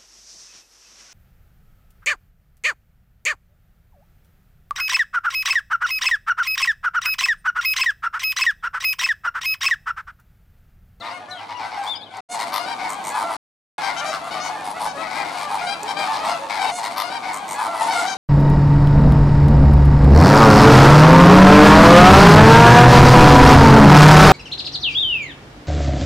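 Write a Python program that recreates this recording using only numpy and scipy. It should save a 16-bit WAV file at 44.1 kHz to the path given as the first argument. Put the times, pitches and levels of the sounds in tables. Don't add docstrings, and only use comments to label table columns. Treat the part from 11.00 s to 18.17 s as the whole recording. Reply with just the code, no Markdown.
import sys
import numpy as np
from scipy import signal
from scipy.fft import rfft, irfft, next_fast_len
from scipy.io import wavfile
from scipy.ndimage import uniform_filter1d, map_coordinates

SR = 44100
rng = np.random.default_rng(int(sys.argv[2]) if len(sys.argv) > 2 else 0)


def transcribe(signal):
    frames = np.atleast_2d(signal).T
    limited = np.clip(frames, -1, 1)
    pcm = np.round(limited * 32767).astype(np.int16)
    wavfile.write(sys.argv[1], SR, pcm)


N = 316197

# frequency in Hz, gain in dB.
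THROAT_SPECTRUM = [(60, -48.5), (250, -31.5), (400, -26), (520, -12), (680, -7), (900, 2.5), (1130, 3),
                   (1450, -8), (1700, -20.5), (3000, -54.5)]
BUZZ_SPECTRUM = [(4000, -8), (7300, 9), (8400, 3), (9300, 0.5), (10100, -5.5), (11900, -0.5), (13200, -12)]
# start, end and length of the fade back in, all in seconds.
GAPS = [(1.206, 1.288, 0.036), (2.367, 2.781, 0.00059)]


def grunts(lead_s=.008, attack_s=.017, release_s=.03, rattle_hz=96.9, nasal_hz=2170):
    # start in seconds, length in seconds, throat level in dB, throat resonance in Hz, voice.
    calls = [(.025, .105, -35, 960, "soft"), (.39, 0.065, -40, 940, "soft"), (.49, 0.054, -35, 925, "soft"),
             (.588, 0.081, -32.5, 880, "soft"), (.711, .07, -34, 905, "soft"),
             (.829, 0.075, -32, 916, "full"), (.905, .065, -45, 960, "soft"),
             (1.135, 0.062, -38.5, 872, "soft"), (1.34, 0.049, -31, 894, "full"),
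             (1.389, 0.056, -29.5, 957, "harsh"), (1.465, .045, -38.5, 950, "harsh"),
             (1.525, 0.068, -27.5, 990, "shrill"), (1.79, .094, -34.5, 863, "nasal"),
             (1.888, 0.058, -34, 1120, "buzzy"), (2.038, .08, -32.5, 911, "buzzy"),
             (2.143, .1, -25.5, 971, "round"), (2.295, .07, -29.5, 961, "round"),
             (2.809, .12, -30, 900, "nasal"), (3.038, .068, -36.5, 718, "deep"),
             (3.124, .045, -30.5, 1187, "bright"), (3.235, .072, -37.5, 1140, "round"),
             (3.307, .1, -35, 815, "raspy"), (3.443, .065, -31.5, 902, "full"),
             (3.64, .09, -30.5, 857, "deep"), (3.802, .08, -25.5, 861, "deep"),
             (4.01, 0.078, -35.5, 902, "nasal"), (4.105, .13, -31.5, 861, "croaky"),
             (4.245, 0.068, -36, 925, "croaky"), (4.31, 0.064, -37.5, 1000, "bright"),
             (4.372, .087, -33, 901, "harsh"), (4.496, .09, -28, 930, "round"),
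             (4.584, 0.071, -33.5, 812, "nasal"), (4.858, 0.08, -30.5, 874, "full"),
             (4.984, .077, -29, 902, "full"), (5.044, 0.041, -32, 1164, "bright"),
             (5.125, 0.079, -28, 890, "raspy"), (5.24, .083, -25, 904, "full"),
             (5.494, 0.099, -29, 904, "croaky"), (5.612, 0.148, -25.5, 873, "full"),
             (6.79, .058, -25.5, 902, "deep"), (6.858, 0.064, -29, 874, "deep"),
             (6.915, 0.16, -30.5, 852, "harsh")]
    voices = { "raspy": (-18, -8.5, -22.5, 8600, 3), "croaky": (-5.5, -7.5, -18, 8500, 6.5),
              "harsh": (-10, -6.5, -12.5, 8699, 3.5), "shrill": (-17.5, -5, -12.5, 12100.5, 4),
              "buzzy": (-10, -11.5, -5, 8398, 1.5), "round": (-21, -16, -18, 9496.5, 0.5),
              "deep": (-24.5, -14.5, -16, 10000, 2), "full": (-15, -12, -19, 8601, 2),
              "nasal": (-4.5, -8.5, -22.5, 8701, 7), "soft": (-11, -12, -27, 7799, 2),
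              "bright": (-35, -7, -17, 8800, 3.5)}
    # frequency in Hz, gain in dB.
    rasp_spectrum = [(900, -27.5), (1500, -7.5), (2150, 2), (2400, -7), (2750, -2.5), (4200, 2.5),
                     (5300, 0), (6200, -9.5), (9000, -43.5)]
    out = np.zeros((2, N))
    for s, length, db, throat_hz, voice in calls:
        twang_db, rasp_db, buzz_db, bill_hz, pan_db = voices[voice]
        rate = rattle_hz - .5 * buzz_db + rng.normal(0, 2)
        jitter = np.interp(buzz_db, [-22, -15], [.08, .02])
        source = rattle(length + lead_s + release_s / 2, rate, throat_hz * .97, jitter)
        t = np.arange(len(source)) / SR
        progress = t / t[-1]
        source = source * np.clip(np.minimum(t / attack_s, (t[-1] - t) / release_s), 0, 1)
        sag = 1 + .13 * (1 / 3 - progress ** 2)
        ring = amp(.5) * resonance(source, throat_hz * sag, width_hz=320)
        throat = unit(unit(colour(source, THROAT_SPECTRUM, throat_hz / 930)) + ring)
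        twang = amp(twang_db) * resonance(source, nasal_hz * sag, width_hz=430)
        rasp = amp(rasp_db) * unit(colour(source, rasp_spectrum))
        crests = source * np.abs(uniform_filter1d(source ** 2, size=100)) ** .25
        bill = resonance(crests, bill_hz * (1 - .13 * (2 * progress - 1) ** 2), width_hz=1300)
        broad_buzz = unit(colour(crests, BUZZ_SPECTRUM, bill_hz / 8400))
        buzz = amp(buzz_db) * unit(broad_buzz + amp(-4.5) * bill)
        add(out, amp(db) * (throat + twang + rasp + buzz), s - lead_s, pan_db)
    return out


def rattle(length, rate, ring_hz, jitter, decay_db=.5, hiss_share=.22, leak=.7, count=5):
    n = int(length * SR)
    chance = rng.standard_normal((40, 2 + 2 * count))
    clap = np.arange(count)
    opens_s = (np.cumsum(1 + jitter * chance[:, 0]) - rng.uniform()) / rate
    pattern = clap + .08 * rng.standard_normal(count) + .018 * chance[:, 2:2 + count]
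    sizes = amp(1.1 * (chance[:, 1:2] + chance[:, 2 + count:]) - decay_db * np.abs(clap - 1.3))
    clap_samples = np.abs((opens_s[:, None] + pattern / ring_hz) * SR).astype(int)
    claps = np.bincount(clap_samples.ravel(), sizes.ravel(), n)[:n]
    opening = np.sqrt(np.abs(uniform_filter1d(claps ** 2, int(SR / ring_hz)))) + leak * claps.std()
    return np.sqrt(1 - hiss_share) * claps + np.sqrt(hiss_share) * opening * rng.standard_normal(n)


def honks():
    # start in seconds, length in seconds, top pitch in Hz, fundamental in dB,
    # overtones in dB over it before shaping, voice.
    calls = [(0.098, .1, 724, -40, -5, "nasal"), (.19, .055, 736, -42.5, -10, "far"),
             (.275, .07, 598, -49, 2, "far"), (0.279, .11, 736, -39, -8, "far"),
             (0.619, .1, 773, -42.5, 0.5, "far"), (0.762, 0.084, 804, -31, -10.5, "far"),
             (1.092, .13, 764, -42, -11.5, "nasal"), (1.261, .115, 721.4, -32, -11.5, "brassy"),
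             (1.59, 0.073, 716.3, -35.5, -6.5, "reedy"), (1.645, .11, 788.6, -35.5, -7, "reedy"),
             (1.786, .11, 748.7, -35, -5, "nasal"), (2.226, 0.099, 684, -34.5, -7, "far"),
             (2.815, 0.092, 793, -29, -10, "reedy"), (2.96, 0.0576, 783, -33, -8, "clear"),
             (3.029, .093, 633, -33, -8.5, "far"), (3.045, 0.095, 788, -33.5, -8, "clear"),
             (3.3, 0.0954, 748, -35.5, -7, "reedy"), (3.386, .115, 742, -36.5, -6, "clear"),
             (3.541, 0.115, 600, -46, 0, "far"), (3.844, 0.087, 764, -37.5, -9.5, "clear"),
             (3.93, .1, 565, -39.5, -6.5, "far"), (4.059, 0.092, 746, -37.5, -7.5, "nasal"),
             (4.6, 0.111, 719, -31.5, -2.5, "far"), (4.657, 0.1005, 801.5, -32.5, -3.5, "reedy"),
             (4.872, .058, 791, -35, -4, "reedy"), (4.957, 0.0976, 799, -30, -7.5, "reedy"),
             (5.275, 0.0906, 715, -29.5, -14, "hoarse"), (5.385, .1, 556, -37, -16, "far"),
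             (5.584, 0.084, 771, -28.5, -10, "reedy"), (5.638, 0.084, 758, -31.5, -9.5, "reedy"),
             (6.789, .105, 692, -35, -12.5, "brassy"), (6.801, .12, 915, -26, -13, "far"),
             (6.874, 0.101, 752, -33.5, -7, "hoarse"), (6.92, .135, 710, -32.5, -12, "brassy"),
             (6.95, .08, 701.5, -34.5, 3, "far"), (7.052, 0.1024, 785, -34, -5, "clear")]
    voices = { "far": (1800, 0.28, 0.95), "nasal": (2400, 0.32, 8), "hoarse": (5600, 0.75, 3.3),
              "reedy": (4700, .8, 8.9), "clear": (6250, 0.42, 7.3), "brassy": (9700, 0.51, .5)}
    out = np.zeros((2, N))
    for s, length, pitch_hz, db, overtones_db, voice in calls:
        reach_hz, hoarse, pan_db = voices[voice]
        add(out, amp(db) * honk(length, pitch_hz, overtones_db, reach_hz, hoarse), s, pan_db)
    return out


def honk(length, pitch_hz, overtones_db, reach_hz, hoarse, arch=.0579, flutter_db=2, count=19):
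    # frequency in Hz, gain in dB.
    spectrum = [(1500, 0.5), (2300, 1.5), (3100, -3.5), (3900, -2.5), (6300, -1), (7500, -2), (9500, 0),
                (14000, -19.5)]
    n = int(length * SR)
    from_top = 2 * np.linspace(0, 1, n) ** np.exp(.14 * rng.standard_normal()) - 1
    hz = pitch_hz * (1 - arch * np.abs(from_top) ** 2.363 + hoarse * .016 * wobble(450, n))
    phase = 2 * np.pi * np.cumsum(hz) / SR
    k = np.arange(1, count + 1)
    octaves_beyond = np.clip(np.log2(k * pitch_hz / reach_hz), 0, None)
    cliff_db = 12 * np.minimum(octaves_beyond / .45, 1) + 5 * octaves_beyond
    scatter_db = 2 * rng.standard_normal(count)
    db = np.where(k == 1, 0, overtones_db + along(spectrum, k * pitch_hz) - cliff_db + scatter_db)
    flutter = np.array([np.interp(from_top, np.linspace(-1, 1, 10), knots)
                        for knots in rng.standard_normal((count, 10))])
    sizes = amp(db[:, None] + flutter_db * flutter - .79 * k[:, None] * from_top ** 2)
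    harmonics = np.sin(np.outer(k, phase) + rng.uniform(0, 2 * np.pi, (count, 1)))
    stack = np.sqrt(2) * np.sum(sizes * harmonics, axis=0)
    return stack * swell(n, edge=.36) * unit(amp(hoarse * 3 * wobble(300, n)))


def whistles(overtone_db=-31, quaver=.012, chirps=12, chirp_s=.033, chirp_hz=3900, chirp_db=-53.5):
    # start in seconds, length in seconds, first, middle and last pitch in Hz, level in dB.
    notes = [(0, 0.042, 4900, 3660, 3550, -43), (0.044, .053, 3440, 3900, 3000, -46),
             (.301, 0.05, 3900, 4030, 3400, -39.5), (0.341, 0.075, 3360, 3160, 2780, -43.5),
             (0.54, 0.047, 2450, 2870, 2550, -46), (.685, 0.046, 5100, 5650, 5200, -60),
             (.75, 0.056, 4700, 5450, 4900, -53.5), (0.849, .13, 2980, 3570, 2650, -32.5),
             (0.947, 0.037, 4300, 5000, 4850, -39), (0.996, .06, 3650, 3450, 4640, -44),
             (1.047, 0.043, 3850, 3150, 2970, -51.5)]
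    for i in range(chirps):
        s = (i + rng.uniform()) * GAPS[0][0] / chirps
        pitches = chirp_hz * np.exp(.24 * rng.standard_normal(3))
        notes = notes + [(s, chirp_s, *pitches, chirp_db)]
    out = np.zeros((2, N))
    for s, length, *pitches, db in notes:
        n = int(length * SR)
        hz = np.polyval(np.polyfit([0, .5, 1], pitches, 2), np.linspace(0, 1, n))
        phase = 2 * np.pi * np.cumsum(hz * (1 + quaver * wobble(600, n))) / SR
        tone = np.sin(phase) + amp(overtone_db) * (np.sin(2 * phase) + np.sin(3 * phase))
        add(out, amp(db) * swell(n, edge=.7) * unit(tone * amp(2 * wobble(120, n))), s, pan_db=8)
    return out


def drips(plop_hz=410, splat_db=10):
    # start in seconds, level in dB.
    drops = [(1.17, -47.5), (4.831, -34)]
    t = np.arange(SR // 12) / SR
    attack = 1 - np.exp(-t / .00045)
    out = np.zeros((2, N))
    for s, db in drops:
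        splat = amp(splat_db) * colour(rng.standard_normal(len(t)), BUZZ_SPECTRUM) * amp(-60 * t / .022)
        plop = np.sin(2 * np.pi * plop_hz * t * (1 + t)) * amp(-60 * t / .25)
        add(out, amp(db) * (splat + plop) * attack, s, pan_db=0)
    return out


def gabble(count=105, honk_db=-4, echo_db=-7, rasp_db=-8, buzz_db=-20, murmur_db=-18):
    # time in seconds, level in dB.
    flock_level = [(0, -35), (.25, -42.5), (.8, -37.5), (1.05, -49.5), (1.4, -31.5), (1.97, -32.5),
                   (2.3, -31), (2.85, -28.5), (3.2, -32.5), (3.95, -33), (4.2, -30), (4.8, -32),
                   (5.25, -26.5), (5.43, -31), (7.0, -27)]
    # frequency in Hz, gain in dB.
    rasp_spectrum = [(1000, -20.5), (1600, 2), (2200, 5), (2750, 0.5), (4400, 1.5), (6500, -27),
                     (11000, -39)]
    buzz_spectrum = [(3000, -45.5), (6000, -2.5), (9000, -2.5), (11500, -11), (14500, -24)]
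    murmur_spectrum = [(300, -35), (800, -9), (1800, -22), (4300, -12), (10000, -28), (14000, -42.5)]
    rattles, calls = np.zeros((2, N)), np.zeros((2, N))
    for i, (when, size, pitch, side, pace, lag) in enumerate(rng.standard_normal((count, 6))):
        s = (i + when / 4) * N / SR / count - .05
        grunt = rattle(.14, rate=112 * np.exp(.15 * pace), ring_hz=850 * np.exp(.17 * pitch), jitter=.08)
        add(rattles, amp(2 * size) * unit(grunt) * swell(len(grunt), edge=.78), s, pan_db=3.4 + 3 * side)
        call = honk(.085 * np.exp(.2 * pace), 730 * np.exp(.13 * pitch),
                    overtones_db=-4, reach_hz=3500, hoarse=.6, arch=.09)
        add(calls, amp(2 * size) * call, s + .02 * lag, pan_db=3 + 3 * pace)
    voices = unit(rattles) + amp(honk_db) * unit(calls)

    def distant(spectrum):
        echoing = voices + amp(echo_db) * shore(voices)
        return unit(np.array([colour(channel, spectrum) for channel in echoing]))

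    calm = np.arange(N) / SR < GAPS[0][1]
    throats = distant(THROAT_SPECTRUM)
    rasps = amp(rasp_db + 3 * calm) * distant(rasp_spectrum)
    buzzes = amp(buzz_db - 3 * calm) * distant(buzz_spectrum)
    murmur = amp(murmur_db) * unit(colour(rng.standard_normal(N), murmur_spectrum))
    return amp(timeline(flock_level)) * (throats + rasps + buzzes + murmur)


def coo():
    # start in seconds, length in seconds, pitch in Hz, level in dB.
    note = (0.6, 0.02, 287.5, -50)
    s, length, hz, db = note
    out = np.zeros((2, N))
    add(out, amp(db) * honk(length, hz, overtones_db=-22, reach_hz=600, hoarse=1), s, pan_db=0)
    return out


def shore(x):
    # frequency in Hz, seconds to die away by 60 dB.
    decay_times = [(1000, 0.58), (12000, 0.25)]
    hz, t, noise = signal.stft(rng.standard_normal((2, SR // 2)), SR, nperseg=256)
    tail = signal.istft(noise * amp(-60 * t / along(decay_times, hz)[:, None]), SR, nperseg=256)[1]
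    return signal.fftconvolve(x, tail / np.linalg.norm(tail[0]), axes=1)[:, :N]


def rumble(side_db=-22):
    # frequency in Hz, gain in dB.
    air_spectrum = [(40, -37), (75, -13), (170, -4.5), (310, 3), (375, -5.5), (450, -2), (700, 3),
                    (15000, -91.5)]
    # time in seconds, level in dB.
    air_level = [(1.2, -49), (1.3, -41.5), (2.8, -41.5), (7.17, -39.5)]
    mid, side = (unit(colour(rng.standard_normal(N), air_spectrum)) for _ in range(2))
    return amp(timeline(air_level) + 1.6 * wobble(12, N)) * (mid + amp(side_db) * np.array([side, -side]))


def far_hum(end_s=5.4):
    # frequency in Hz, level in dB.
    throb_tones = [(98, -62), (107.5, -62)]
    hum_tones = [(80.7, -65.5), (161.4, -56)]
    t = np.arange(N) / SR

    def tone(hz, db):
        peak = np.sqrt(2) * amp(db + 1.4 * wobble(1.5, N))
        return peak * np.sin(2 * np.pi * hz * t + .48 * wobble(3.6, N))

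    throb = sum(tone(hz, db) for hz, db in throb_tones) * (t < GAPS[0][0])
    hum = sum(tone(hz, db) for hz, db in hum_tones) * (t > GAPS[1][0]) * (t < end_s)
    return throb + hum


def amp(db):
    return 10 ** (np.asarray(db) / 20)


def unit(x):
    return x / np.sqrt(np.mean(x ** 2) + 1e-20)


def along(points, hz):
    f, v = np.transpose(points)
    return np.interp(np.log(hz + 1), np.log(f + 1), v)


def timeline(points):
    return np.interp(np.arange(N) / SR, *np.transpose(points))


def wobble(rate, n):
    return map_coordinates(rng.standard_normal(int(n * rate / SR) + 4), [np.arange(n) * rate / SR])


def swell(n, edge):
    return unit(signal.windows.tukey(n, edge))


def colour(x, spectrum, shift=1, size=2048):
    cepstrum = irfft(np.log(amp(along(spectrum, np.fft.rfftfreq(size, 1 / SR) / shift))))
    cepstrum[1:size // 2] *= 2
    cepstrum[size // 2 + 1:] = 0
    return signal.fftconvolve(x, irfft(np.exp(rfft(cepstrum))))[:len(x)]


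def resonance(x, hz, width_hz):
    turn = np.exp(2j * np.pi * np.cumsum(hz) / SR)
    pole = np.exp(-np.pi * width_hz / SR)
    return unit((signal.lfilter([1], np.poly([pole, pole]), x / turn) * turn).real)


def add(out, x, s, pan_db):
    i = max(round(s * SR), 0)
    gains = amp([[pan_db / 2], [-pan_db / 2]])
    part = out[:, i:i + len(x)]
    part += (gains / gains.mean() * x)[:, :part.shape[1]]


def repeat_phrase(x, from_s=1.26, to_s=2.365, later_s=4.44, fade_s=.02):
    t = np.arange(N) / SR - later_s
    share = np.clip(np.minimum(t - from_s, to_s - t) / fade_s, 0, 1)
    return np.sqrt(1 - share) * x + np.sqrt(share) * np.roll(x, round(later_s * SR), axis=1)


def scene():
    near = grunts() + honks() + drips() + whistles()
    echo = amp(-9) * shore(near)
    return near + echo + coo() + gabble() + rumble() + far_hum()


def record(dry):
    # frequency in Hz, gain in dB.
    roll_off = [(13200, 0.5), (15700, -26.5)]
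    top_hz = 15730
    t = np.arange(N) / SR
    gate = np.ones(N)
    for off, on, fade in GAPS:
        gate *= np.where(t < off, 1, np.clip((t - on) / fade, 0, 1))
    size = next_fast_len(N + SR // 2)
    hz = np.fft.rfftfreq(size, 1 / SR)
    response = amp(along(roll_off, hz)) * (hz < top_hz)
    return irfft(rfft(repeat_phrase(dry) * gate, size) * response, size)[:, :N]


dry = scene()
out = record(dry)
transcribe(out)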